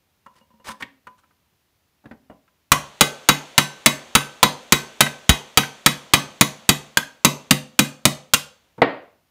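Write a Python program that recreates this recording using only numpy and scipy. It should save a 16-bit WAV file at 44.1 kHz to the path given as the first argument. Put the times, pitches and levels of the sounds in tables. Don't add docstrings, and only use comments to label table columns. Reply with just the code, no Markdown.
import sys
import numpy as np
from scipy import signal
from scipy.fft import rfft, irfft
from scipy.io import wavfile

SR = 44100
rng = np.random.default_rng(int(sys.argv[2]) if len(sys.argv) > 2 else 0)


def wrap_up_sound(samples):
    columns = np.atleast_2d(samples).T
    tamed = np.clip(columns, -1, 1)
    steps = np.round(tamed * 32767).astype(np.int16)
    wavfile.write(sys.argv[1], SR, steps)


N = 410130
AGE = np.arange(int(.8 * SR)) / SR


def amp(db):
    return 10 ** (np.asarray(db) / 20)


def add(track, s, sound):
    i = int(s * SR)
    track[i:i + len(sound)] += sound[:N - i]


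def lookup(points, hz):
    f, value = np.transpose(points)
    return np.interp(np.log(hz + 1), np.log(f), value)


def noise(spectrum, size=len(AGE)):
    white = rfft(rng.standard_normal(size))
    y = irfft(white * amp(lookup(spectrum, np.fft.rfftfreq(size, 1 / SR))), size)
    return y / y.std()


def fade(t60):
    return amp(-60 * AGE / t60)


def burst(spectrum, t60):
    y = noise(spectrum) * fade(t60)
    return y * np.sqrt(np.sum(fade(t60) ** 2) / np.sum(y ** 2))


def ring(modes, scatter_db=5.0, detune=.002):
    out = 0
    draws = rng.standard_normal((len(modes), 3))
    for (hz, db, t60), (level_draw, pitch_draw, sign_draw) in zip(modes, draws):
        level = np.sign(sign_draw) * amp(db + scatter_db * level_draw)
        tone = np.sin(2 * np.pi * hz * (1 + detune * pitch_draw) * AGE)
        out = out + level * fade(t60) * tone
    return out


def octaves(hz, other_hz):
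    return abs(np.log2(hz / other_hz))


# f/Hz, level/dB
AIR_SPECTRUM = [(15, -41), (25, -3.5), (43, -14), (69, 4), (488, -11), (978, -11.5), (1540, -14.5),
                (2850, -14.5), (6720, -20.5), (8100, -23.5), (15000, -20)]
AIR_DB = -67.5


def still_air():
    return amp(AIR_DB) * noise(AIR_SPECTRUM, size=N)


# f/Hz, level/dB, t60/s
LOOSE_PARTS = [(216.5, -2.5, 0.16), (538, -5.5, .2), (950, -5.5, 0.19), (1010, 1.5, .18), (1850, -14, .08),
               (2860, -13, 0.14)]
PARTS_DB_PER_OCTAVE = -24


def sympathy_db(hz):
    strongest_hz = max(LOOSE_PARTS, key=lambda mode: mode[1])[0]
    return PARTS_DB_PER_OCTAVE * octaves(hz, strongest_hz)


FIDGET_S, FIDGET_HZ = (.33, 0.7), 997
FIDGET_DB, FIDGET_SCATTER_DB = -61, 3.5


def fidgets(count):
    slots = (np.arange(count) + rng.random(count)) / count
    times = np.interp(slots, [0, 1], FIDGET_S)
    levels = FIDGET_DB + FIDGET_SCATTER_DB * rng.standard_normal(count)
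    return [(s, db, FIDGET_HZ) for s, db in zip(times, levels)]


# t/s, relative level/dB, pitch f/Hz
STEEL_TAPS = [(0.262, -40, 1070), (.688, -31, 1085), (0.806, -32.5, 1098), (0.823, -25, 1850),
              (1.069, -36.5, 1206), (1.235, -54.5, 1320), (1.307, -60, 1270), (2.477, -58, 1320),
              (5.063, -19.5, 1577), (5.632, -23, 1584)]
# t/s, relative level/dB, pitch f/Hz
BENCH_BUMPS = [(2.04, -56, 700), (2.056, -45, 1660), (2.111, -42, 1510), (2.298, -46, 1014),
               (8.779, -41.5, 330)]
# (tick dB, wood dB, loose parts dB before sympathy)
TAP_MIX, BUMP_MIX, FIDGET_MIX = (-15.5, -14.5, -7), (-20, 6.1, -7.5), (-14, -1.5, 4)


def contacts():
    kinds = [(STEEL_TAPS, TAP_MIX), (BENCH_BUMPS, BUMP_MIX), (fidgets(count=6), FIDGET_MIX)]
    rows = []
    for events, (tick_db, wood_db, parts_db) in kinds:
        for s, db, hz in events:
            rows.append((s, db, hz, tick_db, wood_db, parts_db + sympathy_db(hz)))
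    return rows


# f/multiple of its pitch, level/dB, t60/s
CONTACT_MODES = [(.62, -15.5, .06), (1, -1, 0.05), (1.22, -4, .04), (1.75, -14, .03)]
# f/Hz, level/dB
CLASH_SPECTRUM = [(200, -31), (900, -22), (2000, -1.5), (3300, 2), (5000, -4), (6800, -0.5), (10000, -5.5),
                  (15000, -10.5)]
# f/Hz, level/dB
WOOD_SPECTRUM = [(30, -27.5), (60, -12.5), (150, -10), (230, 6), (350, -14), (600, -9.5), (1500, -23),
                 (6000, -57)]


def handling():
    out = np.zeros(N)
    touch = 1 - np.exp(-AGE / 0.0019)
    for s, db, hz, tick_db, wood_db, parts_db in contacts():
        modes = [(hz * multiple, mode_db, t60) for multiple, mode_db, t60 in CONTACT_MODES]
        contact = ring(modes, scatter_db=0, detune=.01)
        body_spectrum = [(hz / 4, -22), (hz * 0.54, -12), (hz, 0), (hz * 1.8, -7), (hz * 4, -32), (hz * 9, -50)]
        body = amp(-3.5) * burst(body_spectrum, t60=0.053)
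        tick = amp(tick_db) * burst(CLASH_SPECTRUM, t60=0.033)
        wood = amp(wood_db) * burst(WOOD_SPECTRUM, t60=0.12)
        parts = amp(parts_db) * ring(LOOSE_PARTS, scatter_db=3.5)
        add(out, s, amp(db + 4.0) * touch * (contact + body + tick + wood + parts))
    return out


# f/Hz, level/dB
WALL_SPECTRUM = [(50, -8), (150, 1.5), (600, 0.5), (1500, -4), (3500, -3), (7000, -5), (10000, -3),
                 (15000, -1)]
# f/Hz, t60/s
ROOM_DECAY = [(100, 0.37), (500, 0.43), (2000, 0.32), (6500, 0.32), (10000, 0.25), (15000, 0.18)]


def workshop(x):
    hz = np.fft.rfftfreq(len(AGE), 1 / SR)
    centres = np.geomspace(60, 16000, 12)
    scatter = np.exp(2j * np.pi * rng.random(len(hz))) * amp(lookup(WALL_SPECTRUM, hz))
    response = 0
    for centre, share in zip(centres, np.eye(len(centres))):
        band = irfft(scatter * np.interp(hz, centres, share), len(AGE))
        response = response + band * fade(lookup(ROOM_DECAY, centre))
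    response = response * (1 - np.exp(-(AGE / 0.0011) ** 2))
    return signal.fftconvolve(x, response)[:N]


# start t/s, length/s, relative level/dB
TIP_DRAGS = [(0.332, 0.07, -65), (0.642, 0.075, -39.5), (0.796, .02, -44), (1.175, .025, -64)]
SCRAPE_ATTACK_S, SCRAPE_RELEASE_S = 0.016, 0.0078


def drags():
    out = np.zeros(N)
    for s, length, db in TIP_DRAGS:
        attack = np.minimum(AGE / SCRAPE_ATTACK_S, 1)
        release = np.exp(-np.maximum(AGE - length, 0) / SCRAPE_RELEASE_S)
        add(out, s, amp(db) * attack * release)
    return out


def scrape():
    catches = (rng.random(N) < 700 / SR) * amp(2.2 * rng.exponential(size=N))
    grit = signal.fftconvolve(catches, fade(0.031))[:N]
    tip_spectrum = [(200, -4.5), (700, -3), (1100, 4.0), (1600, 0.5), (2800, -5.5), (5000, -8.5),
                    (9000, -12.0), (15000, -24)]
    pressure = drags()
    tip = noise(tip_spectrum, size=N)
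    return amp(2) * pressure * tip * grit / np.sqrt(np.mean(grit ** 2))


# t/s, looseness 0-1
PIN_LOOSENESS = [(2.7, 0.01), (5.0, 0.1), (6.1, 0.17), (6.7, 0.47), (7.25, 0.57), (7.5, 0.87), (8.35, 0.8)]


def looseness(s):
    return np.clip(np.interp(s, *np.transpose(PIN_LOOSENESS)), 0, 1)


# t/s, relative force level/dB, punch clack f/Hz, relative clack level/dB
HAMMER_BLOWS = [(2.7183, -1.5, 1065, 14.5), (3.009, 0.5, 1205, 2.5), (3.288, .5, 1024, 0.5),
                (3.5794, 0, 1260, 1), (3.8602, 0.5, 1130, 3), (4.1519, -0.5, 1305, 9),
                (4.4294, 0, 1010, 15.5), (4.7225, 0.5, 1237, 9.5), (5.0066, 0, 1284, 6),
                (5.2931, -0.5, 945, 7), (5.5734, 0, 1230, 3.5), (5.8614, 0, 1120, -5), (6.136, 0, 1212, 13),
                (6.4103, 0, 1140, -8.5), (6.691, 0, 1200, -2), (6.9719, -7.5, 1610, 10),
                (7.2478, 1, 984, 10.5), (7.5088, 0, 1060, 0), (7.791, .5, 1210, 1.5),
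                (8.0534, -0.5, 1265, 2), (8.3364, -1.5, 1410, -3)]
# (dB with the pin tight, dB per dB of force, dB gained with the pin loose)
CLASH_LAW, THUMP_LAW, CLANK_LAW = (-2.52, 0.9, -1.6), (-1.7, 1.9, 5.4), (1.8, 1.05, -8.5)
STEEL_LAW, BRIGHT_LAW, LOW_LAW = (-0.74, .95, -5.5), (-0.4, 2.5, -11), (26.7, 1.6, -27.5)
GRIP_DB, GRIP_RELAX_S = -14, 0.23
FREED_DB = -11
LOW_DB_PER_OCTAVE = -43
# (f/Hz, level/dB, t60/s)
BRIGHT_RING, LOW_RING = (3851, -12.5, 0.16), (1535, -37.5, 0.4)


def blows():
    rows = []
    laws = [CLASH_LAW, THUMP_LAW, CLANK_LAW, STEEL_LAW, BRIGHT_LAW, LOW_LAW]
    first_s, last_s = HAMMER_BLOWS[0][0], HAMMER_BLOWS[-1][0]
    for s, force_db, clack_hz, clack_db in HAMMER_BLOWS:
        levels = np.dot(laws, [1, force_db, looseness(s)])
        clash_db, thump_db, clank_db, steel_db, bright_db, low_db = levels
        thump_db += FREED_DB * (s == last_s)
        bright_db += GRIP_DB * np.exp((first_s - s) / GRIP_RELAX_S)
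        low_db += LOW_DB_PER_OCTAVE * octaves(clack_hz, LOW_RING[0])
        rows.append((s, clash_db, thump_db, clank_db, steel_db, bright_db, low_db, clack_hz, clack_db))
    return rows


# f/Hz, level/dB
CLANK_SPECTRUM = [(100, -3), (300, -4), (550, -2.5), (800, -1), (1200, 4.5), (1700, -0.5), (2100, -1.5),
                  (3300, -7), (8000, -21.5)]


def hammer():
    out = np.zeros(N)
    rebounds = rng.uniform(0.0018, .005, len(HAMMER_BLOWS))
    for (s, clash_db, thump_db, clank_db, _, _, _, clack_hz, clack_db), rebound in zip(blows(), rebounds):
        clash = amp(clash_db + 5.5) * burst(CLASH_SPECTRUM, t60=0.029)
        clank = amp(clank_db - 4.5) * burst(CLANK_SPECTRUM, t60=0.058)
        clack = amp(clack_db - 12.0) * ring([(clack_hz, 0, .025)], scatter_db=1.5)
        thump = amp(thump_db - 15.5) * burst(WOOD_SPECTRUM, t60=.09)
        add(out, s, clash + clank + clack + thump)
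        add(out, s + rebound, amp(clash_db - 8.0) * burst(CLASH_SPECTRUM, t60=0.022))
    return out


KNOCK_S = 8.818
SHIMMER_T60_S = (3, 1.0)
CLACK_PARTS_DB = -37.5
# f/Hz, level/dB, t60/s
STEEL_MODES = [(1110, -17.5, .08), (1263, -15, .08), (1963, -22.5, 0.2), (2066, -20.5, 0.19),
               (2510, -24.5, 0.25), (2420, -10.5, 0.07), (3030, -19, 0.15), (3360, -25, 0.12),
               (3430, -16, 0.077), (4500, -38.5, 0.48), (4656, -13.5, 0.067), (6170, -30, 0.35),
               (6570, -31.5, .17)]
# f/Hz, level/dB
SHIMMER_SPECTRUM = [(150, -9.5), (600, 6), (1500, -1), (3500, 0.5), (5000, -9.5), (6600, -6), (9000, -15),
                    (15000, -27.5)]
# f/Hz, level/dB, t60/s
BENCH_MODES = [(67, -31, 0.041), (109, -24, 0.077), (145, -20, 0.29), (203.1, -14.5, 0.11),
               (223, -30.5, 0.35), (242.8, -19, 0.16), (284.6, -17.5, 0.14), (354.5, -27.5, 0.21),
               (510, -38.5, 0.52)]
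# f/Hz, level/dB, t60/s
BOARD_MODES = [(268.4, 3, 0.21), (303.5, -5, 0.32), (460, 4, 0.18), (559, -7.5, .16), (641, -9, 0.2),
               (902, -6, 0.16), (1030, -9.5, 0.2), (1860, -5, 0.32), (2300, -12, .22)]


def ringing():
    out = np.zeros(N)
    for s, _, thump_db, clank_db, steel_db, bright_db, low_db, clack_hz, clack_db in blows():
        steel = amp(steel_db) * ring(STEEL_MODES, scatter_db=2, detune=0.0027)
        shimmer_t60 = np.interp(looseness(s), [0, 1], SHIMMER_T60_S)
        shimmer = amp(1.1 * clank_db - 46.0) * burst(SHIMMER_SPECTRUM, t60=shimmer_t60)
        bright = amp(bright_db) * ring([BRIGHT_RING], scatter_db=1.9, detune=.0004)
        low = amp(low_db) * ring([LOW_RING], scatter_db=0.5, detune=.0004)
        bench = amp(thump_db) * ring(BENCH_MODES, scatter_db=1.5, detune=.01)
        parts_db = CLACK_PARTS_DB + clack_db + sympathy_db(clack_hz)
        parts = amp(parts_db) * ring(LOOSE_PARTS, scatter_db=2.0)
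        add(out, s, steel + shimmer + bright + low + bench + parts)
    add(out, KNOCK_S, amp(-16) * ring(BOARD_MODES, scatter_db=2))
    return out


def jolt():
    out = np.zeros(N)
    add(out, 5.2945, ring([(54, -2, .085), (80, 0, .05), (150, 0, .03)], scatter_db=.5))
    return out


# f/Hz, level/dB, t60/s
PIN_MODES = [(1400, -10, .03), (2765, -6, 0.038)]
BREAKOUT_LAG_S, BREAKOUT_DB = .007, -1


def breakout():
    out = np.zeros(N)
    clash = amp(-4) * burst(CLASH_SPECTRUM, t60=0.025)
    pin = ring(PIN_MODES, scatter_db=0.5)
    add(out, HAMMER_BLOWS[-1][0] + BREAKOUT_LAG_S, amp(BREAKOUT_DB) * (clash + pin))
    return out


# f/Hz, level/dB
KNOCK_SPECTRUM = [(40, -29), (150, -10.5), (290, -0.5), (420, -1), (620, 3), (950, -3.5), (1400, -5),
                  (2000, -6), (2800, -13), (4800, -26), (5400, -42), (15000, -69)]


def knock():
    out = np.zeros(N)
    swell = 1 - np.exp(-AGE / 0.00069)
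    blow = amp(-2.5) * burst(KNOCK_SPECTRUM, t60=0.067)
    rattle = amp(-20.5) * burst(KNOCK_SPECTRUM, t60=0.43)
    add(out, KNOCK_S, swell * (blow + rattle))
    return out


def scene():
    strikes = hammer() + breakout() + knock()
    touches = handling() + scrape()
    reflections = workshop(amp(5.5) * (strikes + touches))
    direct = strikes + touches + ringing() + jolt()
    return (direct + reflections + still_air())[None]


def record(dry):
    clipped = np.clip(dry, -.95, .95)
    bass_cut = signal.butter(2, 32, "high", fs=SR, output="sos")
    top_cut = signal.ellip(10, .2, 90, 15500, fs=SR, output="sos")
    thinned = signal.sosfilt(bass_cut, clipped)
    return signal.sosfilt(top_cut, thinned)


dry = scene()
out = record(dry)
wrap_up_sound(out)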